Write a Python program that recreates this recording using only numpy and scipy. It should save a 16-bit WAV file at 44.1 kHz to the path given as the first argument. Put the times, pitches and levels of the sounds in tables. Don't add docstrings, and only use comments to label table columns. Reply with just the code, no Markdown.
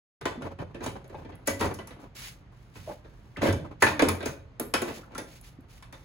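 import sys
import numpy as np
from scipy import signal
from scipy.fft import rfft, irfft
from scipy.io import wavfile
from scipy.ndimage import uniform_filter1d

SR = 44100
rng = np.random.default_rng(int(sys.argv[2]) if len(sys.argv) > 2 else 0)


def dump(signal):
    limited = np.clip(np.atleast_2d(signal).T, -1, 1)
    pcm = np.round(limited * 32767).astype(np.int16)
    wavfile.write(sys.argv[1], SR, pcm)


N = 266760


def amp(db):
    return 10 ** (np.asarray(db) / 20)


def evened(x):
    return x / np.sqrt(np.mean(x ** 2) + 1e-20)


def read(points, hz):
    f, value = np.transpose(points)
    return np.interp(np.log(hz + 1), np.log(f + 1), value)


def add(mix, start_s, sound):
    part = mix[:, round(start_s * SR):][:, :sound.shape[-1]]
    part += sound[..., :part.shape[1]]


def dying(t, t60):
    return np.exp(-np.log(1000) * t / t60)


def first_stream(x):
    return x * np.array([[1], [0]])


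def tinted(x, colour):
    return evened(irfft(rfft(x) * amp(read(colour, np.fft.rfftfreq(N, 1 / SR))), N))


def grains(size, spread_db):
    return rng.standard_normal((2, size)) * amp(spread_db * rng.standard_normal(size))


def gestures(rows, attack_s, release_t60):
    t = np.arange(N) / SR
    power = np.zeros(N)
    for start, length, db in rows:
        rise = np.clip((t - start) / attack_s, 0, 1)
        release = dying(np.clip(t - start - length, 0, 2), release_t60)
        power += (amp(db) * rise * release) ** 2
    return np.sqrt(power)


def resonances(hz):
    # resonance in Hz, width in Hz, lift in dB.
    modes = [(90.7, 6.3, 3), (302, 8.1, -6.5), (361, 9.3, -23.5), (550.7, 4.6, 2), (674, 4.5, -2.5),
             (855, 25, -19), (1521, 22, -4.5), (1594, 22, 0.5), (1748, 32, -1.5), (1770, 15, -12),
             (1990, 22, 1.5), (2244, 120, -5.5), (2344, 48, -0.5), (2556, 110, -2.5), (3052, 12, 3.5),
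             (3520, 4.2, -0.5), (4100, 20, -21), (5550, 28, -3.5), (6060, 18, 4), (6580, 25, 5)]
    return 1 + sum(amp(db) / (1 + 2j * (hz - f) / width) for f, width, db in modes)


def garage(x, t60):
    t = np.arange(SR * 3 // 4) / SR
    tail = rng.standard_normal((2, len(t))) * dying(t, t60) * (t > .006)
    return signal.fftconvolve(x, tail / np.linalg.norm(tail[0]), axes=1)[:, :N]


def air(noise_db=-52.5, hum_hz=121.2, hum_db=-60.5):
    # frequency in Hz, level in dB.
    air_colour = [(18, -33.5), (42, 5.5), (75, -1), (137, -0.5), (326, -16.5), (1230, -22.5), (2400, -28.5),
                  (6700, -45), (16000, -65.5)]
    hum = amp(hum_db) * np.sqrt(2) * np.sin(2 * np.pi * hum_hz * np.arange(N) / SR)
    noise = amp(noise_db) * tinted(rng.standard_normal((2, N)), air_colour)
    return noise + first_stream(hum)


def brush(patchy_db=1.7):
    # start in seconds, length in seconds, level in dB.
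    strokes = [(0.815, 0.058, -48.5), (1.15, 0.06, -67), (1.455, 0.059, -44), (1.59, 0.021, -35),
               (1.99, 0.032, -61.5), (2.146, 0.14, -44), (2.51, 0.48, -72), (2.735, 0.195, -55.5),
               (3.03, 0.44, -72), (3.41, 0.076, -41), (3.8, 0.093, -40.5), (4.24, 0.051, -49),
               (4.85, 0.13, -49), (5.26, 0.11, -56), (5.42, 0.061, -55.5), (5.68, 0.1, -59.5),
               (5.92, 0.15, -65.5)]
    # frequency in Hz, level in dB.
    brush_colour = [(200, -26.5), (900, -7.5), (2200, 2), (3500, -1.5), (5500, -3), (8500, -6),
                    (11000, -8.5), (15500, -11.5)]
    pressure = amp(patchy_db * evened(uniform_filter1d(rng.standard_normal(N), size=350)))
    speed = gestures(strokes, attack_s=0.023, release_t60=0.24)
    return tinted(pressure * grains(N, spread_db=2.5), brush_colour) * speed


def shuffle(gain_db=-1, bumps_per_s=34, bump_s=0.0075, drag=.16, handling_db=-64.5):
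    # start in seconds, length in seconds, level in dB before gain_db.
    shoves = [(0.21, 0.27, -43), (0.585, 0.041, -42.5), (0.81, 0.12, -40.5), (1.05, 0.21, -48),
              (1.6, 0.074, -27), (1.99, 0.11, -53.5), (2.86, 0.036, -39), (3.41, 0.072, -26.5),
              (3.59, 0.15, -45.5), (4.0, 0.052, -30.5), (4.82, 0.11, -41), (5.1, 0.08, -49.5)]
    # frequency in Hz, level in dB.
    shuffle_colour = [(20, -26), (55, 1), (130, -0.5), (300, 5.5), (600, -0.5), (1000, 0), (1800, -16),
                      (3500, -24), (16000, -43.5)]
    bumps = (rng.random(N) < bumps_per_s / SR) * rng.uniform(0.27, 1, N)
    age = np.arange(SR // 4) / SR / bump_s
    force = drag + signal.oaconvolve(bumps, age * np.exp(1 - age))[:N]
    rubbing = force * grains(N, spread_db=5.0)
    ringing = irfft(rfft(rubbing) * resonances(np.fft.rfftfreq(N, 1 / SR)), N)
    effort = amp(handling_db) + gestures(shoves, attack_s=0.016, release_t60=0.33)
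    return amp(gain_db) * tinted(ringing, shuffle_colour) * effort


def groan(rough=.035, fall_db=9):
    start_s, length_s, level_db = 3.9, 0.18, -36.5
    pitch_hz, sag_hz_per_s = 331, 530
    hz = pitch_hz - sag_hz_per_s * np.clip(np.arange(N) / SR - start_s, 0, 2 * length_s)
    waver = evened(uniform_filter1d(rng.standard_normal(N), size=200))
    turns = np.cumsum(hz * (1 + rough * waver)) / SR
    tone = sum(amp(-fall_db * k) * np.sin(2 * np.pi * (k + 1) * turns) for k in range(4))
    effort = gestures([(start_s, length_s, level_db)], attack_s=0.02, release_t60=0.38)
    return first_stream(effort * tone)


def creaks(gain_db=-3, room_db=-6, rise_s=0.00099, rough=0.1):
    # start in seconds, level in dB before gain_db, pitch in Hz, 60 dB decay time in seconds.
    slips = [(0.376, -26.5, 250.6, 0.17), (0.624, -20, 553, 0.023), (0.749, -27, 323, 0.062),
             (0.863, -19.5, 940, 0.027), (1.144, -27, 888, 0.06), (1.611, -19, 958, 0.091),
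             (2.875, -26, 588.5, 0.17), (2.896, -25, 856, 0.041), (3.362, -28, 1795, 0.042),
             (3.372, -30, 1250, 0.046), (3.431, -12.5, 588, 0.073), (3.488, -17.5, 96, 0.25),
             (3.821, -9, 1731, 0.14), (4.022, -6, 481, 0.041), (4.025, -14, 306, 0.061),
             (4.072, -28, 87.4, 0.51), (4.602, -27, 323, 0.16), (4.744, -22, 1476, 0.11),
             (4.825, -17, 344, 0.09), (5.032, -40, 1445, 0.075), (5.153, -26, 1300, 0.053),
             (5.184, -21, 480, 0.034), (5.587, -33, 267, 0.065)]
    t = np.arange(SR // 2) / SR
    out = np.zeros((2, N))
    for start_s, db, hz, t60 in slips:
        waver = evened(uniform_filter1d(rng.standard_normal(len(t)), size=60))
        note = np.sin(2 * np.pi * np.cumsum(hz * (1 + rough * waver)) / SR)
        envelope = dying(t, t60) * (1 - np.exp(-t / rise_s))
        add(out, start_s, amp(db + gain_db) * note * envelope)
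    return first_stream(out) + amp(room_db) * garage(out, t60=0.26)


def clips(gain_db=-2, ring_t60=0.025, room_db=-7):
    # start in seconds, level in dB before gain_db and the decay.
    snaps = [(1.079, -54), (1.354, -53), (1.473, -21), (1.74, -38.5), (1.872, -43.5), (3.525, -38),
             (4.088, -20.5), (4.598, -22), (4.739, -38), (4.818, -32), (5.18, -39), (5.412, -45),
             (5.489, -58), (5.607, -59.5)]
    t = np.arange(SR // 10) / SR
    out = np.zeros((2, N))
    band = signal.butter(1, [9500, 11800], "bandpass", fs=SR, output="sos")
    for start_s, db in snaps:
        bright = evened(signal.sosfilt(band, rng.standard_normal((2, len(t)))))
        add(out, start_s, amp(db + gain_db) * bright * dying(t, ring_t60))
    return out + amp(room_db) * garage(out, t60=0.29)


def judder(count=5, start_s=3.418, gap_s=0.0165):
    levels_db = (-24.5, -32.5, -20.5, -43)
    return [(start_s + k * gap_s, *levels_db) for k in range(count)]


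def contact_point(hz, low_hz, high_hz, count=12, sharpness=30, least_width_hz=28, lift_db=10):
    draws = rng.random((count, 2))
    centres = low_hz * (high_hz / low_hz) ** ((np.arange(count) + draws[:, 0]) / count)
    widths = np.maximum(centres / sharpness, least_width_hz)
    lifts = amp(lift_db) * draws[:, 1] ** 2
    return 1 + sum(lift / (1 + 2j * (hz - f) / w) for f, w, lift in zip(centres, widths, lifts))


def blows(column, low_hz, high_hz, gain_db, rise_s, ring_t60, room_db, room_t60, spread_db):
    # start in seconds, then clack, thump, knock and tick levels in dB before gain_db.
    strikes = [(0.211, -35.5, -39, -38.5, -52), (0.254, -20.5, -37, -23.5, -36),
               (0.42, -36.5, -33, -34.5, -52), (0.588, -40, -31, -39, -62), (0.745, -39.5, -45, -35, -58.5),
               (0.805, -39, -41, -33.5, -62), (0.84, -37, -42, -43.5, -40.5), (0.861, -29.5, -34, -30, -37),
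               (1.042, -52, -57, -45, -60.5), (1.096, -47.5, -50.5, -41, -64),
               (1.146, -45, -38.5, -36.5, -67), (1.247, -43.5, -40.5, -38, -68.5),
               (1.319, -45, -43, -42, -78), (1.475, -20.5, -32, -20.5, -25),
               (1.609, -21.5, -29.5, -24, -36), (1.655, -38, -32.5, -33.5, -39),
               (1.743, -44, -43, -39.5, -43), (1.787, -34.5, -61, -34.5, -53), (1.872, -42, -49, -62, -47),
               (1.906, -41.5, -59, -41.5, -67), (2.755, -42, -39, -45.5, -71),
               (3.046, -49.5, -59, -46.5, -78), (3.368, -34, -31.5, -35, -53.5),
               (3.525, -37, -26.5, -43.5, -38.5), (3.823, -8.5, -25, -16, -21),
               (3.867, -15, -34.5, -34, -41), (3.993, -14, -35.5, -22, -33.5),
               (4.02, -19, -26, -12.5, -28.5), (4.085, -19.5, -32.5, -23.5, -28),
               (4.205, -32.5, -54, -34, -54), (4.227, -32, -54, -29, -49), (4.257, -27, -32, -26, -31.5),
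               (4.596, -30.5, -40.5, -26, -42), (4.738, -15.5, -37.5, -22.5, -23.5),
               (4.818, -26.5, -49, -24.5, -34.5), (4.881, -31.5, -41, -30, -52),
               (5.119, -47, -57, -50, -68), (5.149, -37, -52, -42, -46.5), (5.179, -30.5, -49, -33, -35),
               (5.824, -42.5, -69, -71, -53), (5.925, -39, -52, -45.5, -49.5)]
    # frequency in Hz, level in dB.
    plastic = [(60, 4.5), (300, 4.5), (700, 3.5), (1200, -5), (1800, -6.5), (3000, -14), (5000, -9),
               (7000, -9), (10300, -9), (13000, -26.5), (15500, -14.5)]
    size = 2 ** 15
    early = SR // 50
    t, hz = np.arange(size) / SR, np.fft.rfftfreq(size, 1 / SR)
    band = signal.butter(3, [low_hz, high_hz], "bandpass", fs=SR, output="sos")
    panel = signal.sosfreqz(band, hz, fs=SR)[1] * resonances(hz) * amp(read(plastic, hz))
    tail = (1 - np.exp(-t / 0.0034)) * dying(t, room_t60)
    out = np.zeros((2, N))
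    for row in strikes + judder():
        body = panel * contact_point(hz, low_hz, high_hz)
        length = np.interp(row[1], [-40, -12], [.95, .65])
        envelope = (1 - np.exp(-t / rise_s)) * dying(t, ring_t60 * length)
        contact = grains(size, spread_db) * envelope
        near = irfft(rfft(contact) * body)
        far = irfft(rfft(rng.standard_normal((2, size)) * tail) * body)
        sound = near / near.std(1, keepdims=True) + amp(room_db) * evened(far)
        level = amp(row[column] + gain_db) * np.sqrt(early / size)
        add(out, row[0], level * evened(sound[:, :-early]))
    return out


def thump():
    return blows(column=2, low_hz=72.4, high_hz=189, gain_db=-3.0, rise_s=0.0064, ring_t60=0.17,
                 room_db=4.5, room_t60=0.59, spread_db=3.0)


def knock():
    return blows(column=3, low_hz=217, high_hz=692.6, gain_db=-4.0, rise_s=0.0063, ring_t60=0.078,
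                 room_db=-3.0, room_t60=0.46, spread_db=2.5)


def clack():
    return blows(column=1, low_hz=847, high_hz=3983, gain_db=-7.0, rise_s=0.00031, ring_t60=0.18,
                 room_db=-3.0, room_t60=0.38, spread_db=2.5)


def tick():
    return blows(column=4, low_hz=4205, high_hz=15400, gain_db=-5.5, rise_s=0.0007, ring_t60=0.036,
                 room_db=-2.0, room_t60=0.27, spread_db=7)


def ports(x):
    # frequency in Hz, likeness from 0 to 1.
    likeness = [(100, 0.91), (300, 0.88), (700, 0.27), (1700, 0.18), (3000, 0), (6500, 0.64), (8000, 0.97)]
    # frequency in Hz, phase in radians.
    lead = [(0, 0), (1800, -.3), (3000, 2.6), (4200, -.3), (5400, 3.1), (6300, 0), (8500, -3.14),
            (11000, -6.28), (13500, -9.42), (15500, -12.57)]
    # frequency in Hz, left minus right in dB.
    balance = [(60, -2), (300, -1), (1000, 0.5), (2500, 0.4), (5000, -3.5), (8000, 0.5)]
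    hz = np.fft.rfftfreq(N, 1 / SR)
    same = np.clip(read(likeness, hz), 0, 1)
    shared, apart = rfft(x) * np.sqrt([(1 + same) / 2, (1 - same) / 2])
    turn = np.exp(.5j * np.interp(hz, *np.transpose(lead))) * amp(read(balance, hz) / 2)
    return irfft(np.array([(shared + apart) * turn, (shared - apart) / turn]), N)


def scene():
    friction = brush() + shuffle() + groan() + creaks()
    impacts = clips() + thump() + knock() + clack() + tick()
    return ports(air() + friction + impacts)


def record(dry, start_s=0.21, edge_hz=16000):
    opened = np.interp(np.arange(N) / SR, [start_s - .002, start_s], [0, 1])
    rounded = dry / (1 + (dry / .88) ** 6) ** (1 / 6)
    lowpass = signal.firwin(255, edge_hz, window=("kaiser", 9), fs=SR)
    return signal.oaconvolve(rounded * opened, lowpass[None], "same")


dry = scene()
out = record(dry)
dump(out)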